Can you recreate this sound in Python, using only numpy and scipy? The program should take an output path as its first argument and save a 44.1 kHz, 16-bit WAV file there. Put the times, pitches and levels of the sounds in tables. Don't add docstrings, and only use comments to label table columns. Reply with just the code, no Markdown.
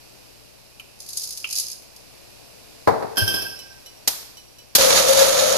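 import sys
import numpy as np
from scipy import signal
from scipy.fft import rfft, irfft, next_fast_len
from scipy.io import wavfile

SR = 44100
rng = np.random.default_rng(int(sys.argv[2]) if len(sys.argv) > 2 else 0)


def put_to_file(sound):
    columns = np.atleast_2d(sound).T
    safe = np.clip(columns, -1, 1)
    whole_steps = np.round(safe * 32767)
    wavfile.write(sys.argv[1], SR, whole_steps.astype(np.int16))


N = 245637

# [t/s, level/dB]
HISS = [(0.2, -49.5), (0.65, -51.5), (1.9, -50), (2.15, -48.5), (2.85, -48), (3.9, -49), (4.7, -52)]
# [f/Hz, level/dB]
HUM = [(59.5, -67.5), (119.5, -67)]
# [f/Hz, level/dB per Hz]
HISS_SPECTRUM = [(20, -2), (55, -1.5), (170, -2), (560, 0.5), (1300, -10.5), (2100, -11), (2500, -4),
                 (3300, -12), (5000, -7), (7000, -12.5), (11500, -14), (14500, -21.5)]

# [t/s of the hardest rub, level/dB, swell and fade/(dB/s)]
STROKES = [(1.221, -33.5, 82), (1.599, -28.5, 126)]
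# [t/s, level/dB]
TICKS = [(1.002, -23), (1.088, -19), (1.131, -19.5), (1.5078, -19), (1.5256, -12), (1.5606, -11.5),
         (1.5832, -11), (1.5978, -12), (1.7147, -18.5), (1.962, -30.5)]
# [t/s, level/dB]
KNOCKS = [(0.7964, -32.5), (1.4431, -18)]
# [f/Hz, level/dB per Hz]
SCOOP_SPECTRUM = [(1800, -29), (3300, -15.5), (5100, 3), (5800, -3.5), (6500, 2.5), (7400, -8), (9300, -3),
                  (11200, -2), (12300, -13), (14500, -12.5)]
KNOCK_SPECTRUM = [(900, -23), (1350, -9), (1750, -27), (2450, 6), (3050, 4), (3500, -18), (14000, -30)]
RUB_START_S, RUB_END_S = 0.99, 1.86
SKIP_START_S, SKIP_GAP_S = 1.1712, 0.0672
SKIP_DB, FIRST_CATCH_DB = -16.5, 8

# [t/s, level/dB]
SNAPS = [(0.7966, -34.5), (4.0745, -7), (4.077, -3.5), (4.080, -10.5), (4.7502, 0), (4.753, 1),
         (4.7575, 1.5)]
# [f/Hz, level/dB per Hz]
SNAP_SPECTRUM = [(70, -12), (250, -6.5), (550, -5), (2400, -8), (5500, 0), (8500, -3.5), (12000, -2.5),
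                 (14500, -8.5)]

# [t/s, level/dB]
THUDS = [(2.8732, -5.5), (2.884, -12.5), (3.023, -20.5)]
# [t/s, level/dB]
BOOMS = [(2.874, -32), (3.214, -25)]
# [f/Hz, level/dB per Hz]
THUD_SPECTRUM = [(30, -45), (90, -7), (240, -5), (580, 2.5), (880, 1), (1400, -11.5), (2100, -19),
                 (2900, -36.5), (4300, -28.5), (6400, -36), (14000, -42.5)]
# [f/Hz, level/dB, t60/s]
COUNTER_MODES = [(443, 0.5, 1), (817, 4, 0.13)]

# [t/s, level/dB, favoured f/Hz]
CLINKS = [(3.157, -33.5, 1660), (3.1705, -11, 5050), (3.179, -11, 1560), (3.277, -12, 3230),
          (3.340, -14.5, 3400), (3.368, -26.5, 2640), (3.420, -22, 1540)]
# [f/Hz, level/dB per Hz]
CLINK_SPECTRUM = [(120, -16), (390, -6), (900, -15.5), (2100, -27), (3200, -11.5), (3850, -23.5),
                  (5200, -8.5), (7000, -27.5), (11500, -13), (14500, -25.5)]
# [f/Hz, level/dB, t60/s]
STEEL_MODES = [(1569.5, -0.5, 0.85), (1590, -4.5, 0.72), (2624, -8, 0.91), (3165, 4, 0.27),
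               (3380, -4.5, 0.17), (5109, 0.5, 0.75), (5450, -1, 1), (10710, -7, 0.52)]
# [t/s, level/dB]
TAPS = [(3.5892, -30.5), (3.86, -33.5), (4.37, -34.5), (4.5852, -38)]
# [f/Hz, level/dB, t60/s]
LOOSE_MODES = [(2990, -2, 0.27), (3990, -2, 0.18), (5630, 1, 0.39), (11500, -24, 0.13)]

# [t/s, level/dB]
CRACKS = [(4.752, -1), (4.809, -6.5), (4.904, -6), (4.926, -8.5)]
# [t/s, width at 1/e/s, crunch lift/dB, drone lift/dB]
BITES = [(4.82, 0.096, 2, 6), (4.978, 0.043, 5.5, 0), (5.103, 0.046, 2.5, 14), (5.217, 0.078, 4.5, 11.5),
         (5.292, 0.028, -0.5, 9.5), (5.393, 0.053, 3, 1)]
# [f/Hz, level/dB per Hz]
CRUNCH_SPECTRUM = [(50, -7.5), (220, -2.5), (370, -4.5), (950, 1.5), (1800, -2), (2800, -2.5), (3900, -1),
                   (5000, -1), (6700, 0.5), (7700, -9), (14500, -27)]
SPLINTER_SPECTRUM = [(5000, -31), (8000, 3.5), (11000, 4), (12100, 2), (12700, 1), (14500, -14.5)]
# [f/Hz, width at half lift/Hz, lift/dB]
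CARRIER = [(3780, 200, 9), (5760, 140, 5.5), (6750, 320, 9.5), (12200, 260, -2)]
# [f/Hz, half bandwidth of each of two filters/Hz, level/dB]
HOUSING = [(471.5, 10, -12), (518, 24, -3), (544, 24, -0.5), (595, 18, -4), (675, 21, -8), (1307, 78, -8.5)]
START_S = 4.78
MESH_HZ = 541.3
CRUNCH_DB, CRUNCH_EASE_DB_PER_S = -21.5, 3
SPLINTER_DB, SPLINTER_EASE_DB_PER_S = -26.5, 6
DRONE_DB, DRONE_GROWTH_DB_PER_S = -31.5, 5
SPLINTER_FOLLOWS_CRUNCH, SPLINTER_FOLLOWS_DRONE = .4, 0.27

# [f/Hz, left-right correlation]
BALANCE = [(100, 7), (700, 6), (1280, -3), (2400, -2), (4500, -11.5), (8000, 0), (11500, 14), (14500, 11)]
LIKENESS = [(500, -0.62), (900, 0.21), (1400, 0.059), (3000, -0.0025)]
ROOM_T60_S, ROOM_TREBLE_T60_S, ROOM_SPLIT_HZ = 0.7, 0.54, 6200
CUTOFF_HZ = 14500


def from_db(db):
    return 10 ** (np.asarray(db) / 20)


def rms_one(x):
    return x / np.sqrt(np.mean(np.atleast_2d(x).mean(0) ** 2) + 1e-20)


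def in_time(rows):
    s, *columns = np.transpose(rows)
    return [np.interp(np.arange(N) / SR, s, c) for c in columns]


def at_hz(points, hz):
    f, value = np.array(points).T
    return np.interp(np.log(hz + 1e-9), np.log(f), value)


def drift(rate):
    step, settle = 40, 2000
    r = np.exp(-2 * np.pi * rate * step / SR)
    slow = signal.lfilter([1], [1, -2 * r, r * r], rng.standard_normal(N // step + settle + 2))[settle:]
    return np.interp(np.arange(N) / step, np.arange(len(slow)), rms_one(slow))


def dying(t60):
    return from_db(-60 * np.arange(SR) / SR / t60)


def ports(hz, turn):
    lean = from_db(at_hz(BALANCE, hz) / 2)
    return np.array([lean * np.ones_like(turn), np.exp(1j * turn) / lean])


def tone(hz, phase):
    turn = np.arccos(np.clip(at_hz(LIKENESS, hz), -1, 1))
    return rms_one(np.real(ports(hz, turn)[:, None] * np.exp(1j * phase)))


def noise(spectrum, size=N, peaks=()):
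    padded = next_fast_len(size)
    hz = np.fft.rfftfreq(padded, 1 / SR)
    lifts = sum(lift / (1 + (2 * (hz - f) / width) ** 2) for f, width, lift in peaks)
    level_db = at_hz(spectrum, hz) + lifts
    alike = np.clip(at_hz(LIKENESS, hz), -1, 1)
    mid, side = rfft(rng.standard_normal((2, padded)))
    pair = np.sqrt(1 + alike) * mid + np.sqrt(1 - alike) * side * [[1], [-1]]
    return rms_one(irfft(pair * from_db(level_db) * ports(hz, 0 * hz), padded)[:, :size])


def response(spectrum, t60, room_db, peaks=()):
    body, tail = noise(spectrum, SR, peaks), noise(spectrum, SR)
    lowpass = signal.butter(2, ROOM_SPLIT_HZ, fs=SR, output="sos")
    dull = signal.sosfiltfilt(lowpass, tail)
    room = dull * dying(ROOM_T60_S) + (tail - dull) * dying(ROOM_TREBLE_T60_S)
    onset = 1 - dying(0.0069)
    return (body * dying(t60) + from_db(room_db) * room) * onset


def clicks(events):
    out = np.zeros(N)
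    s, db = np.transpose(events)
    out[np.round(s * SR).astype(int)] = from_db(db)
    return out


def play(force, answer):
    return signal.fftconvolve(force[None], answer, axes=1)[:, :N]


def blows(events, spectrum, t60, room_db, gain_db):
    out = np.zeros((2, N + SR))
    pitch_width_hz, pitch_lift_db = 220, 13
    for s, db, *pitch in events:
        at = round(s * SR)
        peaks = [(hz, pitch_width_hz, pitch_lift_db) for hz in pitch]
        out[:, at:at + SR] += from_db(db + gain_db) * response(spectrum, t60, room_db, peaks)
    return out[:, :N]


def ringing(events, modes, gain_db):
    out, t = 0, np.arange(SR) / SR
    away_db, reach_hz = -8, 200
    for hz, db, t60 in modes:
        hits = []
        for s, level_db, *pitch in events:
            loss_db = sum(away_db * np.tanh(abs(hz - f) / reach_hz) for f in pitch)
            hits.append((s, level_db + loss_db))
        waver = .7 * drift(22)[:SR] + .4j * drift(22)[:SR]
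        mode = tone(hz, 2 * np.pi * hz * t + waver) * dying(t60)
        out = out + from_db(db + gain_db) * play(clicks(hits), mode)
    return out


def grains(per_s, spread_db):
    sizes_db = spread_db * np.minimum(rng.exponential(1, N), 4)
    sizes = from_db(sizes_db) * rng.choice([-1, 1], N)
    return sizes * (rng.random(N) < per_s / SR)


def kitchen():
    t = np.arange(N) / SR
    hum = sum(from_db(db) * tone(hz, 2 * np.pi * hz * t) for hz, db in HUM)
    return hum + from_db(in_time(HISS)[0] - 1.5) * noise(HISS_SPECTRUM)


def scoop_ticks(count=4):
    skips = []
    for k in range(count):
        skips.append((SKIP_START_S + k * SKIP_GAP_S, SKIP_DB + FIRST_CATCH_DB * (k == 0)))
    return skips + TICKS


def scoop(draws=3):
    t = np.arange(N) / SR
    strokes = sum(from_db(db - fade * abs(t - s)) for s, db, fade in STROKES)
    rubbing = strokes * (t > RUB_START_S) * (t < RUB_END_S)
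    slips = 0
    for draw in range(draws):
        body = response(SCOOP_SPECTRUM, t60=0.022, room_db=-19.5)
        slips = slips + play(grains(per_s=150, spread_db=6.0), body)
    ticks = blows(scoop_ticks(), SCOOP_SPECTRUM, t60=0.049, room_db=-16.5, gain_db=-9.5)
    knocks = blows(KNOCKS, KNOCK_SPECTRUM, t60=0.059, room_db=-21, gain_db=-2.0)
    return rubbing * rms_one(slips) + ticks + knocks


def snaps():
    return blows(SNAPS, SNAP_SPECTRUM, t60=0.05, room_db=-19.5, gain_db=-6.0)


def counter():
    boom_hz, swell_s = 103, .015
    t = np.arange(SR) / SR
    hump = (t / swell_s * np.exp(1 - t / swell_s)) ** 2
    hump = hump + 0.24 * (dying(0.91) - dying(0.061))
    boom = tone(boom_hz, 2 * np.pi * boom_hz * t) * hump
    thuds = blows(THUDS, THUD_SPECTRUM, t60=0.098, room_db=-13.0, gain_db=-2.5)
    modes = ringing(THUDS, COUNTER_MODES, gain_db=-25.5)
    return thuds + modes + from_db(-1.0) * play(clicks(BOOMS), boom)


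def steel():
    clashes = blows(CLINKS, CLINK_SPECTRUM, t60=0.07, room_db=-7.5, gain_db=-8.0)
    clinks = clashes + ringing(CLINKS, STEEL_MODES, gain_db=-14.0)
    contacts = blows(TAPS, SNAP_SPECTRUM, t60=0.11, room_db=-21.0, gain_db=-10)
    taps = contacts + ringing(TAPS, LOOSE_MODES, gain_db=-14)
    return clinks + taps


def load():
    t = np.arange(N) / SR
    run_s = np.maximum(t - START_S, 0)
    crunch_lift = drone_lift = 0
    for s, length, crunch_db, drone_db in BITES:
        surge = np.exp(-(2 * (t - s) / length) ** 2)
        crunch_lift = crunch_lift + crunch_db * surge
        drone_lift = drone_lift + drone_db * surge
    splinter_lift = SPLINTER_FOLLOWS_CRUNCH * crunch_lift + SPLINTER_FOLLOWS_DRONE * drone_lift
    return (CRUNCH_DB - CRUNCH_EASE_DB_PER_S * run_s + crunch_lift,
            SPLINTER_DB - SPLINTER_EASE_DB_PER_S * run_s + splinter_lift,
            DRONE_DB + DRONE_GROWTH_DB_PER_S * run_s + drone_lift)


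def burrs(crunch_db, splinter_db, draws=5):
    tooth_hz, tooth_db, clump_db = 46, 1.3, 1.3
    passing = np.sin(2 * np.pi * tooth_hz * np.arange(N) / SR + drift(2.7))
    pressure = from_db(tooth_db * passing + clump_db * drift(36))
    crunch = splinters = 0
    for draw in range(draws):
        fractures = grains(per_s=600, spread_db=3.5) * pressure
        dull_body = response(CRUNCH_SPECTRUM, t60=0.021, room_db=-19.5, peaks=CARRIER)
        bright_body = response(SPLINTER_SPECTRUM, t60=0.029, room_db=-18.5, peaks=CARRIER)
        crunch = crunch + play(fractures, dull_body)
        splinters = splinters + play(fractures, bright_body)
    cracks = blows(CRACKS, CRUNCH_SPECTRUM, t60=0.044, room_db=-15.0, gain_db=-4)
    return from_db(crunch_db) * rms_one(crunch) + from_db(splinter_db) * rms_one(splinters) + cracks


def gears(drone_db):
    t = np.arange(N) / SR
    throb_hz, throb = 47, .35
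    wander = .55 * drift(14)
    swell = 1 + throb * np.sin(2 * np.pi * throb_hz * t + 2.0 * drift(4.5)) + 0.12 * drift(44)
    mesh = from_db(drone_db) * swell * tone(MESH_HZ, 2 * np.pi * MESH_HZ * t + wander)
    chatter = noise([(200, 18.5), (450, -4), (1400, -11), (2500, 6)])
    shake = 0
    for hz, width, db in HOUSING:
        peak = signal.iirpeak(hz, hz / (2 * width), fs=SR)
        resonance = signal.lfilter(*peak, signal.lfilter(*peak, chatter))
        shake = shake + from_db(db) * rms_one(resonance)
    return mesh + from_db(-27.0) * shake


def grinder():
    crunch_db, splinter_db, drone_db = load()
    running = np.clip((np.arange(N) / SR - START_S) / 0.0053, 0, 1)
    return running * (burrs(crunch_db, splinter_db) + gears(drone_db))


def scene():
    return kitchen() + scoop() + snaps() + counter() + steel() + grinder()


def record(dry):
    top = 1.06
    rounded = top * np.tanh(dry / top)
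    lowpass = signal.ellip(10, .3, 70, CUTOFF_HZ, fs=SR, output="sos")
    return signal.sosfilt(lowpass, rounded)


dry = scene()
out = record(dry)
put_to_file(out)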